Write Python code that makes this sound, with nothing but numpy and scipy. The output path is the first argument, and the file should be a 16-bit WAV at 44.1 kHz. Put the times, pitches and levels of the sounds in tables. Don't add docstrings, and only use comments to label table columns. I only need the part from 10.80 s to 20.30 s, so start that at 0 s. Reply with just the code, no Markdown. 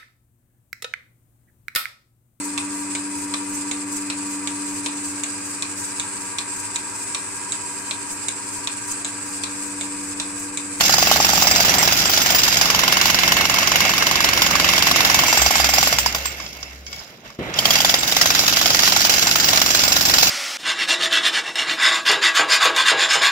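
import sys
import numpy as np
from scipy import signal
from scipy.fft import rfft, irfft, next_fast_len
from scipy.io import wavfile
from scipy.ndimage import uniform_filter1d, map_coordinates

SR = 44100
rng = np.random.default_rng(int(sys.argv[2]) if len(sys.argv) > 2 else 0)


def store_pcm(level_fs):
    pcm = np.round(np.clip(level_fs, -1, 1) * 32767).astype(np.int16)
    wavfile.write(sys.argv[1], SR, np.atleast_2d(pcm).T)


N = 418950
T = np.arange(N) / SR

# [f/Hz, likeness 0 to 1]
PORT_LIKENESS = [(50, .8), (150, .9), (400, .85), (900, .7), (1800, .5), (5000, .5), (9000, .25)]
# [f/Hz, phase/rad]
LEFT_LEAD = [(0, 0), (1030, 0.5), (1980, 4.5), (2580, 6.5), (3700, 9.5), (4910, 13.5), (5680, 19),
             (7240, 25), (16000, 36.5)]
# [f/Hz, level/dB]
LEFT_TILT = [(60, 1.5), (700, -2), (1300, -6), (2400, -3.5), (5000, -4), (9000, -4), (15000, 1)]
TOP_HZ = 16000
PATCHY_DB = 2

# [t/s, level/dB]
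DRONE_LEVEL = [(4.55, -60), (4.6, -28), (4.68, -27), (4.73, -62), (4.8, -30), (4.95, -37), (5.05, -43),
               (5.2, -36), (5.43, -37), (5.7, -48), (6.0, -41), (6.15, -49), (6.22, -48)]
DRONE_HZ = 65.7
# [multiple of the crank speed, level/dB]
SHAKE_ORDERS = [(1, -29), (2, -14), (3, -4), (4, -8), (5, -13), (6, -6), (7, -10), (8, 0), (9, -9),
                (10, -7), (11, -8), (12, -4), (13, -4), (14, -15), (15, -4), (16, -9), (17, -14)]
# [f/Hz, level/dB per Hz]
GROWL_SPECTRUM = [(18, -62), (30, -52), (48, -7), (69, -7.5), (171, -3.5), (402, -9), (600, -8), (780, -18),
                  (1320, -120)]

# [t/s, gear level/dB, rattle level/dB, casing thrum level/dB]
TOOL_LEVELS = [(0, -23.5, -18.5, -34.5), (1, -20.5, -21, -30.5), (1.3, -23, -20, -34),
               (2.2, -21.5, -24, -34), (3.2, -21.5, -25.5, -33), (4.4, -20.5, -22, -31.5),
               (4.7, -22, -21.5, -38), (5.1, -25.5, -22.5, -34.5), (5.7, -39, -40.5, -43.5),
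               (6.04, -48, -49.5, -48.5), (6.15, -39.5, -39.5, -46.5), (6.42, -49, -55.5, -48),
               (6.47, -37.5, -47, -44), (6.586, -52, -54, -50), (6.59, -35, -49, -26),
               (6.73, -29, -46, -34), (6.78, -25.5, -27, -33), (7, -23, -19, -33),
               (7.2, -27.5, -23.5, -36.5), (7.5, -25.5, -19.5, -35), (9.5, -24.5, -19.5, -33.5)]
# [f/Hz, level/dB per Hz]
GEAR_SPECTRUM = [(300, -21.5), (680, 0), (1100, -5), (1750, -0.5), (2020, -2), (2180, -3), (2420, -3),
                 (2690, -6), (2950, -6.5), (4000, -6.5), (6000, -84)]
# [f/Hz, width/Hz, level/dB]
HOUSING_MODES = [(2180, 164, 0), (2664, 110, -1.5)]
# [t/s, level/dB]
HOUSING_RING = [(0, -10), (1.7, -11), (2.2, -1.5), (4.5, -3.5), (5.9, -1), (6.2, -12.5), (7, -6),
                (9.5, -11)]
# [f/Hz, level/dB per Hz]
SIZZLE_SPECTRUM = [(4600, -22), (7800, -8), (8300, -22), (8930, -46), (9400, -3), (12300, 0), (12590, 7),
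                   (12900, 0), (14800, -5), (15350, -3), (15500, 9), (15650, -6), (16000, -14)]
SIZZLE_DB = -9

CLINK_EVENTS = [(5.6, -19, -3, -15), (5.662, -23, -18, -17), (5.828, -19, -10, -23), (6.065, -23, -18, -11),
                (6.128, -20.5, -10, -15), (6.191, -36, -18, -6), (6.476, -38, -12, -23),
                (6.502, -33, 1, -25), (6.591, -41, 0, -25), (6.739, -15.5, -18, -30)]
# [f/Hz, level/dB, t60/s]
FREE_CHISEL = [(2230, -5, 0.37), (3300, -6.5, 0.33), (4600, -5, 0.36), (5240, 1, 0.63), (5720, -10, .3),
               (6000, -7, .3), (6470, -14, .2), (6860, -6, .35), (7770, -18, .3)]

# [t/s, turns made]
CRANK_TURNS = [(.006, 0), (.577, 13), (.983, 22), (1.122, 25), (1.255, 28), (1.416, 32), (1.545, 35),
               (1.901, 43), (2.52, 57), (3.134, 71), (3.663, 83), (4.112, 93), (4.344, 98), (5.071, 114),
               (5.125, 115), (5.185, 116), (5.26, 117), (5.347, 118), (5.455, 119), (6.786, 120),
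               (6.854, 121), (6.905, 122), (7.003, 124), (7.457, 134), (7.946, 145), (8.249, 152),
               (9.47, 180)]
PACE = 22.7
FLIGHT_S = .0012
JITTER_S = .0008
CRACK_DB, CRACK_SCATTER_DB, KNOCK_SCATTER_DB = -9.5, 1.94, 1
# [t/s, crack level/dB, slab knock level/dB]
UNUSUAL_BLOWS = [(.049, -17, -21.7), (.094, -12, -9.5), (.225, -9, -7), (.313, -8, -4), (.359, -14, -11.5),
                 (.401, -21, -5), (.533, -17, -6.5), (.577, -15, -10.5), (.622, -11.5, -7.5),
                 (.711, -9.5, -10), (1.027, -9, -13), (1.075, -9, -12), (1.166, -29, -33),
                 (1.212, -19, -20), (1.255, -13, -16), (1.295, -17, -14), (1.375, -8.5, -25),
                 (1.812, -6, -24), (1.856, -12, -14), (1.901, -7.5, -11.5), (2.52, -6, -10),
                 (2.567, -11, -12), (2.829, -14, -16), (2.957, -6.5, -28), (3.051, -12.5, -17),
                 (3.404, -11, -11), (3.753, -9.5, -6.5), (3.934, -12.5, -10.5), (4.112, -8.5, -7.5),
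                 (4.249, -6.6, -12), (4.344, -4, -13), (4.435, -12, -8), (4.707, -12, -8.5),
                 (4.799, -11.5, -8), (4.843, -6, -13), (5.26, -10.5, -7), (5.347, -12, -18),
                 (5.455, -16, -17.5), (6.788, -10.5, -16.5), (6.854, -7.5, -14.5), (6.955, -10, -26),
                 (7.003, -12, -16), (7.047, -6.7, -10.5), (7.185, -30, -25), (7.231, -15, -22),
                 (7.277, -15, -25), (7.322, -10.5, -18), (7.366, -7, -13), (7.457, -8.5, -11),
                 (7.549, -8.5, -20), (7.636, -17, -16), (7.68, -7.5, -21), (7.946, -8, -20),
                 (8.076, -7, -14), (8.163, -7.5, -13.5), (8.249, -6, -21), (8.6, -11.5, -30),
                 (8.686, -9, -17), (8.816, -6.5, -14), (8.992, -11, -23), (9.338, -6.5, -19),
                 (9.47, -14, -16)]
# [t/s, ring level/dB, knock level/dB, knock f/Hz, barrel clack level/dB, clack f/Hz]
CHISEL_SEAT = [(0, -32.5, -10.5, 790, -9, 4280), (.8, -26.5, -12.5, 845, -26, 3820),
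               (1.27, -34, -21, 745, -13, 3140), (1.6, -24.5, -21, 950, -14, 3050),
               (2.0, -47, -11.5, 1097, -9, 2964), (4.1, -47, -12, 1110, -11.5, 3004),
               (4.45, -31, -11, 1100, -19, 3030), (4.6, -28.5, -9.5, 800, -22, 3170),
               (5.13, -31, -12, 780, -31, 3480), (5.26, -33, -16, 1070, -27, 3600),
               (5.46, -38.5, -14, 1070, -34, 4000), (6.8, -34, -19.5, 736, -1, 3175),
               (7.6, -37, -17, 774, -9.5, 4050), (9.5, -28.5, -19, 780, -5.5, 4090)]
# [f/Hz, level/dB, t60/s]
SEATED_CHISEL = [(2700, -5, .12), (4920, 0, .15), (5380, -4, .06), (5820, -1, .1), (6530, -8, .05),
                 (7480, -4, .2), (7590, -5, .2), (10720, -13, .12), (12585, -7, .2), (14010, -12, .12),
                 (15500, -4, .3)]
# [f/Hz, level/dB per Hz]
CRACK_SPECTRUM = [(700, -73), (1400, 0), (2250, -6), (2800, -0.5), (3600, 1.5), (4500, -1), (4950, 5.5),
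                  (5400, 6), (5800, 1.5), (6500, 2.5), (7450, -5.5), (8000, -11.5), (9000, -62)]
REBOUND_S, REBOUND_DB, REBOUND_SCATTER_DB = .012, -11, 4


def amp(db):
    return 10 ** (np.asarray(db) / 20)


def unit(x):
    return x / np.sqrt(np.mean(x ** 2) + 1e-20)


def along(points, hz):
    f, value = np.transpose(points)
    return np.interp(np.log(hz + 1), np.log(f + 1), value)


def curves(rows):
    s, *columns = np.transpose(rows)
    return [np.interp(T, s, column) for column in columns]


def wobble(rate):
    knots = rng.standard_normal(int(N * rate / SR) + 4)
    return map_coordinates(knots, [T * rate])


def filtered(x, response):
    m = next_fast_len(N + 8192)
    hz = np.fft.rfftfreq(m, 1 / SR)
    return irfft(rfft(x, m) * response(hz), m)[..., :N]


def hiss(spectrum):
    z = signal.stft(rng.standard_normal((2, N)), nperseg=512)[2]
    field = uniform_filter1d(rng.standard_normal(z.shape[1:]), size=5, axis=0)
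    field = uniform_filter1d(field, size=8, axis=1)
    pair = signal.istft(z * amp(PATCHY_DB * unit(field)), nperseg=512)[1][:, :N]
    return unit(filtered(pair, lambda hz: amp(along(spectrum, hz))))


def bursts(times, db, rise, t60):
    t = np.arange(SR // 4) / SR
    marks = np.bincount((np.asarray(times) * SR).astype(int), amp(db), N)[:N]
    shape = (1 - np.exp(-t / rise)) * amp(-60 * t / t60)
    return np.abs(signal.fftconvolve(marks, shape)[:N])


def ring(times, db, modes, spread_db, detune):
    hz, level, t60 = np.transpose(modes)[:, :, None]
    out = np.zeros((2, N + SR))
    t = np.arange(SR // 6) / SR
    envelope = (1 - np.exp(-t / .001)) * (1 - t / t[-1])
    for s, hit_db in zip(times, db):
        luck = rng.standard_normal((4, len(modes), 1))
        phase = 2 * np.pi * (hz * (1 + detune * luck[0]) * t + 2 * luck[2:])
        tones = amp(hit_db + level + spread_db * luck[1] - 60 * t / t60) * np.sin(phase)
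        start = round(s * SR)
        out[:, start:start + len(t)] += tones.sum(axis=1) * envelope
    return out[:, :N]


def knocks(times, db, hz, t60):
    out = np.zeros((2, N + SR))
    t = np.arange(SR // 30) / SR
    swell = (1 - np.exp(-t / .0007)) * amp([[0], [-4]])
    for s, level, f in zip(times, db, hz):
        cycles = f * np.exp(.025 * rng.standard_normal((2, 2, 1))) * [[1], [1.4]] * t
        modes = amp([[0], [-4.5]]) * np.sin(2 * np.pi * cycles)
        start = round(s * SR)
        out[:, start:start + len(t)] += amp(level - 60 * t / t60) * swell * modes.sum(axis=1)
    return out[:, :N]


def casing():
    thrum_db = curves(TOOL_LEVELS)[2]
    turns = uniform_filter1d(curves(CRANK_TURNS)[0] - T * PACE, size=9001) + T * PACE
    running = np.clip(np.gradient(turns) * SR / PACE, 0, 1) ** 3
    orders = np.zeros(N)
    for k, db in SHAKE_ORDERS:
        cycles = k * turns + rng.uniform() + .14 * wobble(5)
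        orders += amp(db + 1.6 * wobble(2.44)) * np.sin(2 * np.pi * cycles)
    sounding = (T > DRONE_LEVEL[0][0]) & (T < DRONE_LEVEL[-1][0])
    tone = np.sqrt(2) * np.sin(2 * np.pi * (DRONE_HZ * T + .14 * wobble(7.1)))
    drone = sounding * amp(curves(DRONE_LEVEL)[0]) * tone
    shake = unit(orders) * running * [[1], [0]] + amp(-1.5) * hiss(GROWL_SPECTRUM)
    return amp(thrum_db) * shake + drone * [[1], [0]]


def housing():
    def peaks(f):
        return sum(amp(db) * 1j * f * width / (hz * hz - f * f + 1j * f * width)
                   for hz, width, db in HOUSING_MODES)
    return unit(filtered(rng.standard_normal((2, N)), peaks))


def rattle():
    gear_db, rattle_db, _ = curves(TOOL_LEVELS)
    ticks = rng.uniform(0, 1, (4000, 2))
    tick_bursts = bursts(ticks[:, 0] * T[-1], 10 * ticks[:, 1] - 13, rise=.0004, t60=.018)
    chatter = unit(.35 + tick_bursts)
    ringing = amp(curves(HOUSING_RING)[0]) * housing()
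    gears = amp(gear_db + 1.72 * wobble(60)) * (amp(-3) * hiss(GEAR_SPECTRUM) + ringing)
    steel = hiss(CRACK_SPECTRUM) + amp(SIZZLE_DB) * hiss(SIZZLE_SPECTRUM)
    return gears + chatter * amp(rattle_db) * steel


def clinks():
    s, db, knock_db, ring_db = np.transpose(CLINK_EVENTS)
    tick = bursts(s, db, rise=.0014, t60=.028) * hiss(CRACK_SPECTRUM)
    tones = ring(s, db + ring_db, FREE_CHISEL, spread_db=3, detune=.003)
    steel = amp(3 * wobble(90)) * tones
    knock = knocks(s, db + knock_db, np.full(len(s), 1100), t60=.025)
    return tick + steel + knock


def strikes():
    when, turns = np.transpose(CRANK_TURNS)
    luck = rng.standard_normal((int(turns[-1]) + 1, 3))
    s = np.interp(np.arange(len(luck)), turns, when) + FLIGHT_S + JITTER_S * luck[:, 0]
    crack_db = CRACK_DB + CRACK_SCATTER_DB * luck[:, 1]
    knock_db = curves(CHISEL_SEAT)[1][(s * SR).astype(int)] + KNOCK_SCATTER_DB * luck[:, 2]
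    rows = np.transpose([s, crack_db, knock_db])
    odd = np.array(UNUSUAL_BLOWS)
    nearest_turn = np.round(np.interp(odd[:, 0], when, turns)).astype(int)
    rows[nearest_turn] = odd
    return rows.T


def rebounds(s, crack_db):
    luck = rng.standard_normal((len(s), 2))
    times = s + REBOUND_S * np.exp(.28 * luck[:, 0])
    db = crack_db + REBOUND_DB + REBOUND_SCATTER_DB * luck[:, 1]
    noise = amp(-18.5) * hiss(CRACK_SPECTRUM) + amp(-2) * housing()
    return bursts(times, db, rise=.0019, t60=.034) * noise


def blows():
    s, crack_db, knock_db = strikes()
    seat = [column[(s * SR).astype(int)] for column in curves(CHISEL_SEAT)]
    ring_db, _, slab_hz, clack_db, clack_hz = seat
    snap = bursts(s, crack_db, rise=.0004, t60=.028)
    after = bursts(s, crack_db - 15, rise=.001, t60=.24)
    crack = (amp(-1.5) * snap + after) * hiss(CRACK_SPECTRUM)
    gear_jolt = amp(-7.5) * (snap + after) * hiss(GEAR_SPECTRUM)
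    sizzle = amp(-11.5) * bursts(s, crack_db, rise=.0011, t60=.084) * hiss(SIZZLE_SPECTRUM)
    tones = ring(s, ring_db + 8, SEATED_CHISEL, spread_db=5.5, detune=.003)
    steel = amp(.35 * wobble(120)) * tones
    knock = knocks(s + .001, knock_db + 7.5, slab_hz, t60=.0135)
    clack = knocks(s, clack_db + .6 * (crack_db + 8), clack_hz, t60=.03)
    return crack + gear_jolt + rebounds(s, crack_db) + sizzle + steel + knock + clack


def scene():
    def ports(hz):
        turn = np.arccos(np.clip(along(PORT_LIKENESS, hz), 0, 1)) / 2
        lead = np.interp(hz, *np.transpose(LEFT_LEAD))
        side = amp(along(LEFT_TILT, hz) / 2) * np.exp(.5j * lead)
        left = [np.cos(turn) * side, np.sin(turn) * side]
        right = [np.cos(turn) / side, -np.sin(turn) / side]
        return np.array([left, right])
    paths = casing() + rattle() + clinks() + blows()
    return filtered(paths, ports).sum(axis=1)


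def record(dry):
    clipped = dry / (1 + np.abs(dry / .93) ** 6) ** (1 / 6)
    return filtered(clipped, lambda hz: hz < TOP_HZ)


dry = scene()
out = record(dry)
store_pcm(out)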